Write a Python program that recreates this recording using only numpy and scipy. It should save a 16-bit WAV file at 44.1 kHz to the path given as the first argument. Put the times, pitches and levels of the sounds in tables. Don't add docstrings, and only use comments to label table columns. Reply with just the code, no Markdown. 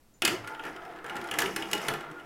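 import sys
import numpy as np
from scipy import signal
from scipy.fft import rfft, irfft, next_fast_len
from scipy.io import wavfile
from scipy.ndimage import map_coordinates

SR = 44100
rng = np.random.default_rng(int(sys.argv[2]) if len(sys.argv) > 2 else 0)


def generate_wav(signal):
    frames = np.transpose(np.atleast_2d(signal))
    scaled = np.clip(frames, -1, 1) * 32767
    pcm = np.round(scaled).astype(np.int16)
    wavfile.write(sys.argv[1], SR, pcm)


N = 99225

# pitch_hz, level_db, t60_s
TRACK_MODES = [(355.4, -9, 0.11), (417, -6, 0.11), (797, -12.5, 0.11), (1381, -4, .08), (1716, -4, 0.1),
               (2110, -18.5, 0.1), (2523, -8, 0.06), (2910, 4.5, 0.049), (3243, 1.5, 0.039),
               (4313, -6.5, 0.045), (5294, -7, 0.029), (7100, -1, 0.014), (7730, -11.5, 0.038),
               (10130, 0, 0.0083)]
TOP_HZ, RING_SAMPLES = 16000, 2 ** 13
BUMPS_PER_S, JUDDER_PER_S = 900, 35
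CONTACT_WET_DB = -6.5


def amp(db):
    return 10 ** (np.asarray(db) / 20)


def unit(x):
    return x / np.sqrt(np.mean(x ** 2) + 1e-20)


def unit_hit(x, window_s=0.014):
    return x * np.sqrt(window_s * SR) / np.linalg.norm(x)


def curve_at(points, hz):
    point_hz, values = np.transpose(points)
    return np.interp(np.log(hz + 1), np.log(point_hz + 1), values)


def add(out, start_s, x):
    part = out[max(round(start_s * SR), 0):][:len(x)]
    part += x[:len(part)]


def equalise(x, points):
    size = 2 * next_fast_len(len(x))
    gain = amp(curve_at(points, np.fft.rfftfreq(size, 1 / SR)))
    cepstrum = irfft(np.log(gain))
    cepstrum[1:size // 2] *= 2
    cepstrum[size // 2 + 1:] = 0
    return irfft(rfft(x, size) * np.exp(rfft(cepstrum)))[:len(x)]


def resonate(x, resonances, order=1):
    size = next_fast_len(len(x) + RING_SAMPLES)
    f = np.fft.rfftfreq(size, 1 / SR)
    body = sum((-1) ** k * amp(db) * 1j * f * width / (hz * hz - f * f + 1j * f * width)
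               for k, (hz, width, db) in enumerate(resonances))
    return irfft(rfft(x, size) * body ** order, size)[:len(x)]


def decay(t, t60_s):
    return np.exp(-np.log(1000) * t / t60_s)


def dying_noise(t60_points, size):
    hz, t, spectrum = signal.stft(rng.standard_normal(size), SR, nperseg=128)
    spectrum = spectrum * decay(t, curve_at(t60_points, hz)[:, None])
    return signal.istft(spectrum, SR, nperseg=128)[1][:size]


def judder(depth_db):
    knots = rng.standard_normal(N // 100)
    return amp(depth_db * map_coordinates(knots, [np.arange(N) * JUDDER_PER_S / SR], mode="wrap"))


def bumps(scatter_db):
    impulses = (rng.random(N) < BUMPS_PER_S / SR) * np.sign(rng.standard_normal(N))
    return impulses * amp(scatter_db * np.clip(rng.standard_normal(N), -2, 2))


def room_hum(level_db=-61.5):
    # frequency_hz, gain_db
    hum_eq = [(12, -5), (20, -8.5), (38, -12.5), (193, -19), (228, -17), (328, -21.5), (2990, -37),
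              (12100, -39.5), (16000, -42)]
    return amp(level_db) * unit(equalise(rng.standard_normal(N), hum_eq))


def release(start_s=0.139):
    out, t = np.zeros(N), np.arange(RING_SAMPLES) / SR
    partials = amp(-68) * np.sin(2 * np.pi * 6234 * t) + amp(-62.5) * np.sin(2 * np.pi * 7025 * t)
    add(out, start_s, partials * decay(t, t60_s=0.22))
    return out


def track_hum(fade_s=0.023):
    # start_s, end_s, pitch_hz, width_hz, level_db
    piece_tones = [(.215, 0.367, 345.6, 69, -36), (.222, 0.333, 2513, 140, -38.5),
                   (0.251, .52, 109, 14, -55.5), (0.438, 0.721, 874, 60, -48),
                   (0.432, 0.728, 1408, 72, -47.5), (0.731, 0.94, 717, 83, -49),
                   (0.752, 1.05, 1293, 38, -55.5), (1.056, 1.296, 846, 55, -46.5),
                   (1.066, 1.326, 344, 35, -50), (1.077, 1.294, 1415, 51, -47),
                   (1.385, 1.496, 393, 60, -40), (1.398, 1.98, 196.4, 11.5, -54),
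                   (1.546, 1.7, 330, 11.6, -42), (1.559, 1.69, 895, 13, -48), (1.713, 1.798, 350, 51, -46),
                   (1.72, 1.818, 840, 43, -41.5), (1.938, 2.142, 149, 11.3, -52),
                   (1.899, 2.235, 1401, 59, -50)]
    out = np.zeros(N)
    drive = bumps(scatter_db=2) * judder(depth_db=4)
    for start_s, end_s, pitch_hz, width_hz, level_db in piece_tones:
        t = np.arange(int((end_s - start_s) * SR)) / SR
        contact = np.clip(np.minimum(t, t[::-1]) / fade_s, 0, 1)
        stretch = np.roll(drive, rng.integers(N))[:len(t) + RING_SAMPLES]
        hum = resonate(stretch, [(pitch_hz, width_hz, 0)], order=2)[RING_SAMPLES:]
        add(out, start_s, amp(level_db) * unit(hum) * contact)
    return out


def clack(favoured_hz, favour_db=11, favour_octaves=0.09, scatter_db=2, rise_cycles=3.9):
    # frequency_hz, gain_db
    clatter_eq = [(60, -17.5), (150, -7), (280, -2), (600, -5.5), (1050, -5), (1700, 0.5), (3000, 2.5),
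                  (3800, -2), (6000, -4), (10000, -6.5), (12000, -7), (15500, -18.5)]
    # frequency_hz, t60_s
    clatter_t60 = [(200, 0.14), (1000, 0.12), (3000, 0.041), (8000, .024), (15000, 0.034)]
    t = np.arange(RING_SAMPLES) / SR
    ring = np.zeros(RING_SAMPLES)
    for pitch_hz, level_db, t60_s in TRACK_MODES:
        detune, size, phase = rng.standard_normal(3)
        boost_db = favour_db * np.exp(-(np.log2(pitch_hz / favoured_hz) / favour_octaves) ** 2)
        detuned_hz = pitch_hz * (1 + 0.012 * detune)
        partial = np.sin(2 * np.pi * (detuned_hz * t + phase))
        rise = 1 - np.exp(-t * pitch_hz / rise_cycles)
        ring += amp(level_db + boost_db + scatter_db * size) * partial * decay(t, t60_s) * rise
    glint_hz = rng.uniform(2200, 10000, size=(7, 1))
    glint_phase = rng.random((7, 1))
    glints = np.sin(2 * np.pi * (glint_hz * t + glint_phase)).sum(axis=0) * decay(t, t60_s=0.058)
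    attack = 1 - np.exp(-t / 0.00056)
    clatter = equalise(dying_noise(clatter_t60, RING_SAMPLES) * attack, clatter_eq)
    return amp(-2) * unit_hit(ring) + amp(-9.5) * unit_hit(glints) + amp(2) * unit_hit(clatter)


def knocks():
    # start_s, level_db, thump_db, ring_db, crack_db, favoured_hz
    track_hits = [(0.22, -30.5, -1, 10, 1.5, 2520.0), (0.25, -27, -11.5, 4, 7.5, 3600),
                  (0.2765, -28, -3.5, 3.5, 0, 3030), (0.4741, -39.5, -13.5, -3, -5.5, 1400),
                  (0.5941, -45.5, -6.5, 7.5, -13.5, 1380), (0.6511, -41, 0.5, -0.5, -9.5, 1390.0),
                  (1.0425, -40.5, -6, -6, -13, 1410), (1.155, -37.5, 1.5, -11.5, -12, 1400),
                  (1.3118, -37.5, -5, 8, -1.5, 1710), (1.3385, -35, -15, -1, -6.5, 1800),
                  (1.3867, -27, -8.5, 1.5, 3, 1800), (1.403, -39.5, 0, 3.5, 8, 2800),
                  (1.4189, -28.5, -12, -2.5, -4, 2930), (1.4582, -41.5, 7, 10, 1.5, 2870),
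                  (1.5617, -31.5, -9, -0.5, -1, 2110.0), (1.623, -41, -1.5, 9.5, -4, 2900),
                  (1.713, -43.5, -8.5, 6, 5.5, 1680), (1.7312, -29, -1.5, 3, 1, 2890.0),
                  (1.8835, -27.5, -2, -2, -3.5, 1570), (1.937, -36.5, -9.5, -1.5, -5, 1390)]
    out = np.zeros(N)
    average_tone_db = np.mean(track_hits, axis=0)[2:-1]
    for start_s, level_db, *tone_db, favoured_hz in track_hits:
        thump_db, ring_db, crack_db = np.array(tone_db) - average_tone_db
        hit_eq = [(500, thump_db - 1), (1100, 0), (2000, 0), (2500, ring_db - 2), (3200, ring_db - 2),
                  (4200, crack_db - 6), (7000, crack_db - 3)]
        hit = amp(level_db) * equalise(clack(favoured_hz), hit_eq)
        add(out, start_s, in_room(hit, CONTACT_WET_DB))
    return out


def in_room(x, wet_db, rise_s=0.01):
    # frequency_hz, t60_s
    tail_t60 = [(100, 0.37), (400, 0.32), (2000, 0.31), (6000, 0.34), (15000, 0.19)]
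    # frequency_hz, gain_db
    tail_eq = [(100, 5.5), (350, 5.5), (900, 5), (1800, 1), (4000, -0.5), (8000, -6), (15000, 1)]
    t = np.arange(SR // 2) / SR
    swell = 1 - np.exp(-(t / rise_s) ** 2)
    tail = equalise(dying_noise(tail_t60, len(t)) * swell, tail_eq)
    response = amp(wet_db) * tail / np.linalg.norm(tail)
    response[0] += 1
    return signal.fftconvolve(x, response)


def specks(per_s=3500, scatter_db=2):
    t = np.arange(SR // 140) / SR
    when, pitch, size, phase = rng.random((int(per_s * N / SR), 4)).T[..., None]
    gain = amp(scatter_db * np.minimum(-np.log(size), 3))
    pings = gain * np.sin(2 * np.pi * (pitch * TOP_HZ * t + phase)) * decay(t, t60_s=0.009)
    positions = (when * N).astype(int) + np.arange(len(t))
    return np.bincount(positions.ravel(), pings.ravel(), N)[:N]


def rolling(rumble_trim_db=-4, trim_db=-3):
    # time_s, rumble_db, grit_db
    roll_faders = [(.24, -75, -102), (0.309, -36.5, -38), (.42, -46, -66.5), (.49, -42.5, -55),
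                   (.58, -47, -65), (.68, -40, -52.5), (.75, -43.5, -63), (.92, -44, -65.5),
                   (1.03, -45.5, -69), (1.1, -38.5, -54.5), (1.29, -40.5, -58.5), (1.43, -32, -43),
                   (1.53, -48, -49), (1.69, -39.5, -49), (1.76, -43, -54), (1.85, -32, -41.5),
                   (1.92, -38.5, -48), (2.05, -41, -65.5), (2.25, -49, -66)]
    # pitch_hz, width_hz, gain_db
    body_resonances = [(171, 50, -13), (335.5, 68, -2.5), (495, 42, -4), (642, 89, -11.5), (796, 153, -2.5),
                       (1343, 66, -1), (1688, 290, -12.5), (2080, 67, -8), (3130, 120, -35.5)]
    # frequency_hz, gain_db
    bed_eq = [(40, -56), (130, -2.5), (260, -1.5), (340, 1.5), (600, 0.5), (1050, 1.5), (1600, 0.5),
              (2200, -4.5), (3500, -11), (8000, -43)]
    # frequency_hz, gain_db
    grit_eq = [(800, -18), (2000, 8.5), (3100, 1.5), (3900, -19), (5000, 3.5), (8000, -3.5), (13000, -7.5),
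               (16000, -15)]
    time_s, rumble_db, grit_db = np.transpose(roll_faders)
    t = np.arange(N) / SR
    flutter = judder(depth_db=1.5)
    body = unit(resonate(bumps(scatter_db=1.5) * flutter, body_resonances))
    bed = unit(equalise(bumps(scatter_db=5.5) * flutter, bed_eq))
    grit = unit(equalise(specks() * flutter, grit_eq))
    rumble_gain = amp(np.interp(t, time_s, rumble_db, left=-120) + rumble_trim_db)
    grit_gain = amp(np.interp(t, time_s, grit_db))
    roll = rumble_gain * (body + amp(-2.5) * bed) + grit_gain * grit
    return in_room(roll, wet_db=-5)[:N] * amp(trim_db)


def ticks(trim_db=-14.5):
    # start_s, level_db, treble_db
    skips = [(0.444, -36, -54), (0.5473, -33.5, -55), (0.6367, -31, -47), (0.665, -28, -51),
             (0.7624, -33.5, -50), (0.85, -39, -55), (0.9606, -44, -59), (0.9867, -38, -63),
             (1.0626, -33.5, -48), (1.0962, -26.5, -45), (1.1657, -26.5, -39.5), (1.2133, -31.5, -44.5),
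             (1.2417, -35, -48), (1.2734, -45, -45), (1.2867, -28, -51), (1.7492, -40, -36),
             (1.778, -28.5, -40), (1.8153, -31, -39), (2.0072, -34.5, -48.5), (2.1133, -41, -52.5),
             (2.1974, -39.5, -58)]
    out = np.zeros(N)
    upper_modes_hz = [hz for hz, _, _ in TRACK_MODES if hz > 1000]
    average_tilt_db = np.mean([treble_db - level_db for _, level_db, treble_db in skips])
    for start_s, level_db, treble_db in skips:
        brightness_db = treble_db - level_db - average_tilt_db
        tick_eq = [(200, -24.5), (1400, 5), (3000, -3), (6000, brightness_db - 6)]
        tick = equalise(clack(rng.choice(upper_modes_hz)), tick_eq)
        add(out, start_s, amp(level_db + trim_db) * tick)
    return in_room(out, CONTACT_WET_DB)[:N]


def scene():
    background = room_hum()
    contacts = release() + knocks() + ticks()
    roll = rolling() + track_hum()
    return (background + contacts + roll)[None]


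def record(dry):
    return signal.sosfilt(signal.ellip(10, 0.1, 70, TOP_HZ, fs=SR, output="sos"), dry)


dry = scene()
out = record(dry)
generate_wav(out)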